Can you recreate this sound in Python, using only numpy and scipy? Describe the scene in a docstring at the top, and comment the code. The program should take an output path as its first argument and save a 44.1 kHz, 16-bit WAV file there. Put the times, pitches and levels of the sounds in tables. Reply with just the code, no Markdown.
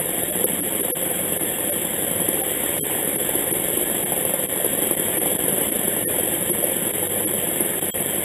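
"""Reciprocating saw in slow motion

In a workshop a reciprocating saw cuts steadily into a round log on a steel table; one microphone channel.
Each turn of the crank knocks blade and shoe against the log several times: clicks and rattle ring its modes.
The teeth rasp as coloured noise; the motor hums and whines in sines; near walls answer the knocks.
The saw is heard at quarter speed: silent gaps between samples mirror it into a metallic sizzle around 11 kHz.
Faint dry ticks keep an even beat in the treble."""
import sys
import numpy as np
from scipy import signal
from scipy.fft import rfft, irfft
from scipy.io import wavfile
from scipy.ndimage import uniform_filter1d, map_coordinates

SR = 44100
rng = np.random.default_rng(int(sys.argv[2]) if len(sys.argv) > 2 else 0)


def materialize(psi):
    """Save the field psi as 16-bit PCM at rate SR to the path in sys.argv[1].

    A 1-D psi becomes a single channel; in a 2-D psi each row is a channel.
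    """
    bounded = np.clip(np.atleast_2d(psi).T, -1, 1)
    quanta = np.round(bounded * 32767).astype(np.int16)
    wavfile.write(sys.argv[1], SR, quanta)


N = 363384


def from_db(db):
    """Amplitude factor of a level in dB."""
    return 10 ** (np.asarray(db) / 20)


def rms_one(x):
    """Scales a signal to rms 1."""
    return x / np.sqrt(np.mean(x ** 2) + 1e-20)


def seconds():
    """The time of every sample."""
    return np.arange(N) / SR


def in_time(rows):
    """The columns of a curve at every sample."""
    s, *columns = np.transpose(rows)
    return [np.interp(seconds(), s, column) for column in columns]


def drift(rate):
    """Smooth chance with about `rate` new values a second; rms 1."""
    knots = rng.standard_normal(N // 40)
    return rms_one(map_coordinates(knots, [seconds() * rate], order=3, mode="wrap"))


def coloured(x, spectrum):
    """Gives a white signal a spectrum with steep ends; rms 1."""
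    hz, level_db = np.transpose(spectrum)
    f = np.maximum(np.arange(N // 2 + 1) * SR / N, 1)
    ends = np.minimum(f / hz[0], 1) ** 2 * np.minimum(hz[-1] / f, 1) ** 2
    shape = from_db(np.interp(np.log(f), np.log(hz), level_db))
    return rms_one(irfft(rfft(x) * ends * shape, N))


def band(x, low_hz, high_hz):
    """A causal band-pass."""
    sos = signal.butter(2, [low_hz, high_hz], "band", fs=SR, output="sos")
    return signal.sosfilt(sos, x + 1e-18)


def resonance(x, hz, width_hz):
    """One ringing mode, gain 1 at its peak."""
    r = np.exp(-np.pi * width_hz / SR)
    poles = [1, -2 * r * np.cos(2 * np.pi * hz / SR), r * r]
    return signal.lfilter(np.array([1, 0, -1]) * (1 - r * r) / 2, poles, x)


def clicks(times, sizes):
    """One single-sample click at each time."""
    at = np.round(times * SR).astype(int)
    inside = (at >= 0) & (at < N)
    return np.bincount(at[inside], sizes[inside], N)


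def rattle(blows, decay_s):
    """After each blow loose parts chatter and settle: fading noise with as much energy as the blow."""
    fade = np.exp(-1 / (decay_s * SR))
    envelope = signal.lfilter([np.sqrt(1 - fade ** 2)], [1, -fade], blows + 1e-18)
    return envelope * rng.standard_normal(N)


def with_chance(typed, chance, apart_s):
    """The columns of the typed events and of those chance events that keep clear of them."""
    typed = np.array(typed)
    clear = np.abs(chance[:, :1] - typed[:, 0]).min(axis=1) > apart_s
    return np.vstack([typed, chance[clear]]).T


# the ticks that stand out: (time [s], relative level [dB])
LOUD_TICKS = [(0.094, -52), (0.691, -55), (1.288, -52), (1.885, -57), (2.782, -45), (3.677, -49),
              (4.574, -57), (4.872, -50), (5.768, -51), (6.664, -53), (7.859, -49), (8.157, -50)]


def ticks(level_db, crackle_db, spread_s):
    """Faint dry ticks in the treble on an even beat, each amid a puff of tiny crackles."""
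    every_s = .29866
    beats = np.arange(.0936, N / SR, every_s)
    faint_db = -67 + 3 * rng.standard_normal(len(beats))
    s, db = with_chance(LOUD_TICKS, np.column_stack([beats, faint_db]), apart_s=every_s / 2)
    offsets, sizes = rng.standard_normal((2, len(s), 80))
    crackle_times = s[:, None] + spread_s * offsets
    crackle_sizes = from_db(db + crackle_db)[:, None] * sizes
    crackles = clicks(crackle_times.ravel(), crackle_sizes.ravel())
    return from_db(level_db) * band(clicks(s, from_db(db)) + crackles, 3000, 8800)


# echo paths off the near walls: (delay after the direct sound [s], level against it [dB])
WALL_ECHOES = [(.0071, -14.5), (0.0118, -10.5), (.0187, -12), (0.027, -25.5), (.0383, -24), (0.0547, -10)]


def workshop(x):
    """Near walls send back a cluster of dull echoes, each later by its longer path."""
    dull = band(x, 55, 1700)
    return x + sum(from_db(db) * np.interp(seconds() - delay, seconds(), dull, left=0)
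                   for delay, db in WALL_ECHOES)


# modes of log, table and saw housing: (frequency [Hz], width [Hz], gain [dB])
BODY_MODES = [(57.6, 8.9, -12), (149.4, 14, 5), (193, 18, -2), (209.4, 42, 8), (294.6, 48, 3),
              (349.5, 40, 5.5), (400, 140, -12), (492, 47, 3.5), (540, 55, -15), (736, 420, -9.5),
              (856, 140, -29)]


def body(force):
    """Log, table and housing ring together as parallel resonances."""
    return sum(from_db(db) * resonance(force, hz, width) for hz, width, db in BODY_MODES)


def machine_line(turn, multiple, db):
    """A sine locked to the crank at a multiple of its speed, its phase wandering slightly; level in dB rms."""
    phase = multiple * turn + rng.random() + .12 * drift(3)
    return np.sqrt(2) * from_db(db) * np.sin(2 * np.pi * phase)


# shaking of the table: (time [s], level [dB rms])
TABLE_LEVEL = [(0, -55), (2.6, -52.5), (3.4, -59), (6.3, -58), (8.24, -65)]


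def table_shaking(turn, waver_db):
    """The fifth multiple of the crank speed sets the steel table shaking."""
    level_db, = in_time(TABLE_LEVEL)
    return machine_line(turn, 5, level_db + waver_db * drift(5.3))


# shaking of the saw: (multiple of the crank speed, level [dB rms])
SAW_SHAKE = [(4, -63), (7, -65), (13, -57), (15, -56), (16, -47), (19, -45), (31, -47.5), (44, -45.5),
             (46, -55.5)]


def saw_shaking(turn, waver_db):
    """The crank shakes the saw at multiples of its own speed."""
    return sum(machine_line(turn, k, db + waver_db * drift(4)) for k, db in SAW_SHAKE)


# hum of the motor's rotor: (time [s], level [dB rms])
ROTOR_HUM = [(0, -51), (2, -48.5), (4.6, -60), (5.2, -53), (7.2, -47), (8.24, -49)]
# whine of gear and fan: (multiple of the rotor speed, level [dB rms])
GEAR_WHINE = [(18, -51.5), (20, -67), (38, -58.5)]


def motor(turn, waver_db, whine_waver_db):
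    """The rotor hums at its speed; its gear and fan whine at multiples of it."""
    gear_ratio = 8.82  # turns of the rotor for one turn of the crank
    hum_db, = in_time(ROTOR_HUM)
    hum = machine_line(turn, gear_ratio, hum_db + waver_db * drift(3.7))
    whine = sum(machine_line(turn, k * gear_ratio, db + whine_waver_db * drift(27))
                for k, db in GEAR_WHINE)
    return hum + whine


# spectrum of the rumbling log: (frequency [Hz], relative level [dB per Hz])
RUMBLE_SPECTRUM = [(18, -30.5), (30, -20), (50, -20.5), (80, -5), (120, -5), (170, -2.5), (260, 1),
                   (340, 5), (460, -0.5), (520, 2.5), (650, -8), (900, -17)]


def rumble():
    """Between knocks the log keeps rumbling under the dragging blade: steady coloured noise, rms 1."""
    return coloured(rng.standard_normal(N), RUMBLE_SPECTRUM)


# spectrum of the teeth: (frequency [Hz], relative level [dB per Hz])
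RASP_SPECTRUM = [(700, 3.5), (1000, -3), (1350, -6.5), (1600, 0), (1800, 3), (1980, 0.5), (2250, 2),
                 (2450, -2.5), (2560, -8), (2700, -1.5), (3000, -0.5), (3230, 4.5), (3600, -2.5),
                 (3900, -19.5)]


def teeth(turn, bite_db, reversal_turn, grain_db, patchy_db):
    """Teeth snap thousands of fibres a second, and bite hardest about each reversal of the blade, easing over
    the half turn."""
    snaps = rng.standard_normal(N) * from_db(grain_db * rng.standard_normal(N))
    since_reversal = (2 * (turn - reversal_turn)) % 1  # 0-1 within each half turn
    rasp = coloured(snaps * from_db(-bite_db * since_reversal), RASP_SPECTRUM)
    # the rasp flickers: each narrow range of pitch swells and fades by itself
    _, _, cells = signal.stft(rasp, nperseg=1024)
    swell = uniform_filter1d(rng.standard_normal(cells.shape), size=3, axis=0)
    swell = rms_one(uniform_filter1d(swell, size=4, axis=1))
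    _, flickering = signal.istft(cells * from_db(patchy_db * swell))
    return rms_one(flickering[:N])


# contacts in every turn of the crank: (place in the turn [0-1], relative level [dB],
# lowest frequency [Hz], highest frequency [Hz], rattle decay [s], rattle against the blow [dB])
CONTACTS = [(0.97, -2, 406, 897, 0.0086, 2), (0.0, -0.5, 251, 467, 0.005, 0),
            (.172, 0.5, 250, 543, 0.005, -1), (.255, -5.5, 357, 790, 0.004, -1.5),
            (.458, 0.5, 421, 688, 0.014, 4.5), (.605, 1.5, 386, 620, 0.0044, -1),
            (.635, 2, 161.4, 233, 0.0031, -12), (0.98, 2.5, 136, 221, 0.0036, -8),
            (0.585, 5, 49.5, 112, .003, -15.5), (.35, -5, 41, 79, .003, -24)]


def knocking(turn, jitter_s, uneven_db, direct_db):
    """The same contacts come round with every turn, each a blow followed by a short random rattle."""
    force = 0
    whole_turns = np.arange(-1, np.ceil(turn[-1]) + 1)
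    for place, db, low_hz, high_hz, rattle_s, rattle_db in CONTACTS:
        late, strong = rng.standard_normal((2, len(whole_turns)))
        times = np.interp(whole_turns + place, turn, seconds(), left=-1, right=-1) + jitter_s * late
        blows = clicks(times, from_db(db + uneven_db * strong))
        chatter = from_db(rattle_db) * rattle(blows, rattle_s)
        force = force + band(blows + chatter, low_hz, high_hz)
    return rms_one(workshop(body(force) + from_db(direct_db) * force))


def catches(turn):
    """Now and then the teeth catch just as the blade reverses: rows (time [s], relative level [dB])."""
    reversal_turn, chances = .975, (.2, .12)  # the chance of a catch at each end of the stroke
    halves = np.arange(2 * int(turn[-1]))
    s = np.interp(reversal_turn - 1 + halves / 2, turn, seconds())
    db = -20 + 1 * rng.standard_normal(len(s))
    caught = rng.random(len(s)) < np.take(chances, halves % 2)
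    return np.column_stack([s, db])[caught]


# the hardest catches: (time [s], relative level [dB])
HARD_CATCHES = [(0.442, -11), (0.752, -12.5), (1.025, -15), (2.287, -12), (3.075, -18), (3.812, -14.5),
                (3.899, -10.5), (4.25, -16), (4.337, -14), (4.646, -11.5), (4.91, -10.5), (5.39, -17),
                (5.876, -17.5), (7.605, -10.5)]


def jolts(turn, thud_db, crack_db):
    """A caught tooth lets go: a crack, and a thud in the log."""
    s, db = with_chance(HARD_CATCHES, catches(turn), apart_s=.02)
    blows = clicks(s, from_db(db))
    thud = body(band(blows + rattle(blows, decay_s=0.0039), 296, 756))
    crack = band(blows + 0.23 * rattle(blows, decay_s=0.004), 370, 1150)
    return workshop(from_db(thud_db) * thud + from_db(crack_db) * crack)


def scattered_dips():
    """Brief drops in level at chance times, rows as in MARKED_DIPS; more bass lost, weaker tone."""
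    per_s, length_s, depth_db = 2, .01, 13
    count = int(per_s * N / SR)
    late, bass_share = rng.random((2, count))
    s = (np.arange(count) + late) / per_s
    hz = 426 * 2 ** (0.33 * rng.standard_normal(count))  # spread of a third of an octave
    tone_db = -25.5 - 13.5 * bass_share
    return np.column_stack(np.broadcast_arrays(s, length_s, depth_db, bass_share, hz, tone_db))


# the marked dips: (time [s], length [s], depth [dB], share of the drop in the bass [0-1],
# tone frequency [Hz], tone peak level [dB])
MARKED_DIPS = [(0.455, 0.011, 28, 0.15, 498, -24.5), (0.619, 0.012, 14, .3, 289, -26),
               (0.933, 0.018, 49, 0.7, 497, -23), (1.711, 0.011, 12, 0.6, 583, -24),
               (2.815, 0.024, 42, 0, 3200, -35), (3.175, 0.013, 14, 0, 330, -25),
               (4.477, 0.016, 15, .9, 514, -39), (5.195, 0.011, 15, 0.2, 317, -22.5),
               (6.063, 0.023, 23, 0, 1826, -33), (6.518, 0.017, 12, .3, 356, -21),
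               (7.261, 0.012, 16, 0.1, 309, -24), (7.923, 0.018, 46, 1, 3240, -34)]


def dipped(x, bass_hz, tone_s, tone_lead_s):
    """Now and then the level drops for a moment, the bass often less, while one short tone hangs on."""
    drop_db, bass_drop_db, tones = np.zeros((3, N))
    for s, length, depth, bass_share, hz, db in with_chance(MARKED_DIPS, scattered_dips(), apart_s=.1).T:
        near = np.abs(np.arange(N) - s * SR) < SR / 20
        t = np.flatnonzero(near) / SR - s
        drop = depth * np.exp(-np.abs(1.25 * t / length) ** 3)
        drop_db[near] += drop
        bass_drop_db[near] += bass_share * drop
        swell = np.exp(-((t + tone_lead_s) / tone_s) ** 2)
        tones[near] += from_db(db) * swell * np.sin(2 * np.pi * (hz * t + rng.random()))
    bass = signal.sosfiltfilt(signal.butter(8, bass_hz, fs=SR, output="sos"), x)
    return bass * from_db(-bass_drop_db) + (x - bass) * from_db(-drop_db) + tones


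def slow_motion(x, top):
    """Rounds peaks and narrows the band as at quarter speed; three silent samples in four mirror it at SR / 4."""
    rounded = top * np.tanh(x / top)
    narrow = signal.sosfilt(signal.ellip(10, .3, 62, 3972, fs=SR, output="sos"), rounded)
    return 4 * narrow * (np.arange(N) % 4 == 0)  # 4 makes up for the silent samples


# crank speed as heard, sagging late in the cut: (time [s], speed [turns per s])
CRANK_SPEED = [(0, 11.351), (1.1, 11.368), (2.4, 11.436), (4.2, 11.453), (5.4, 11.353), (7.3, 11.273),
               (8.24, 11.301)]


def crank():
    """The turns of the crank so far, its speed summed over time."""
    speed, = in_time(CRANK_SPEED)
    return -.033 + np.cumsum(speed) / SR


# how hard the saw works: (time [s], relative knocking level [dB], relative rasp level [dB])
SAW_EFFORT = [(0.0, -27.5, -34.0), (0.8, -26, -33), (1.81, -27.5, -33.5), (2.21, -25, -33),
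              (2.61, -27.5, -31.5), (2.81, -26, -32), (3.62, -25, -33), (4.02, -25.5, -33.0),
              (5.02, -25.6, -32.5), (5.23, -23.9, -32.0), (6.03, -24.5, -33), (8.24, -26, -33)]


def scene():
    """The crank drives the saw on the log; the ticks lie outside its slow motion."""
    turn = crank()
    knock_db, rasp_db = in_time(SAW_EFFORT)
    grip_db = 0.5 * drift(14)  # the blade binds and frees itself in the kerf
    shaking = table_shaking(turn, waver_db=1.25) + saw_shaking(turn, waver_db=2.5)
    machine = shaking + motor(turn, waver_db=2.5, whine_waver_db=3.5)
    drag = from_db(-8 + knock_db + grip_db) * rumble()
    rasp = teeth(turn, bite_db=1.0, reversal_turn=.455, grain_db=1.5, patchy_db=2.0)
    rasp = from_db(-1.12 + rasp_db + .5 * grip_db) * rasp
    knocks = knocking(turn, jitter_s=.0004, uneven_db=2.0, direct_db=-9.0)
    knocks = from_db(-4.5 + knock_db + grip_db) * knocks
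    saw = machine + drag + rasp + knocks + jolts(turn, thud_db=27, crack_db=13.5)
    saw = dipped(saw, bass_hz=530, tone_s=0.016, tone_lead_s=0.0026)
    beat = ticks(level_db=29, crackle_db=-19.5, spread_s=0.012)
    return (slow_motion(saw, top=0.27) + beat)[None]


def record(dry):
    """The top is cut steeply: 70 dB down from 15.7 kHz."""
    return signal.sosfilt(signal.cheby2(16, 70, 15700, fs=SR, output="sos"), dry)


dry = scene()
out = record(dry)
materialize(out)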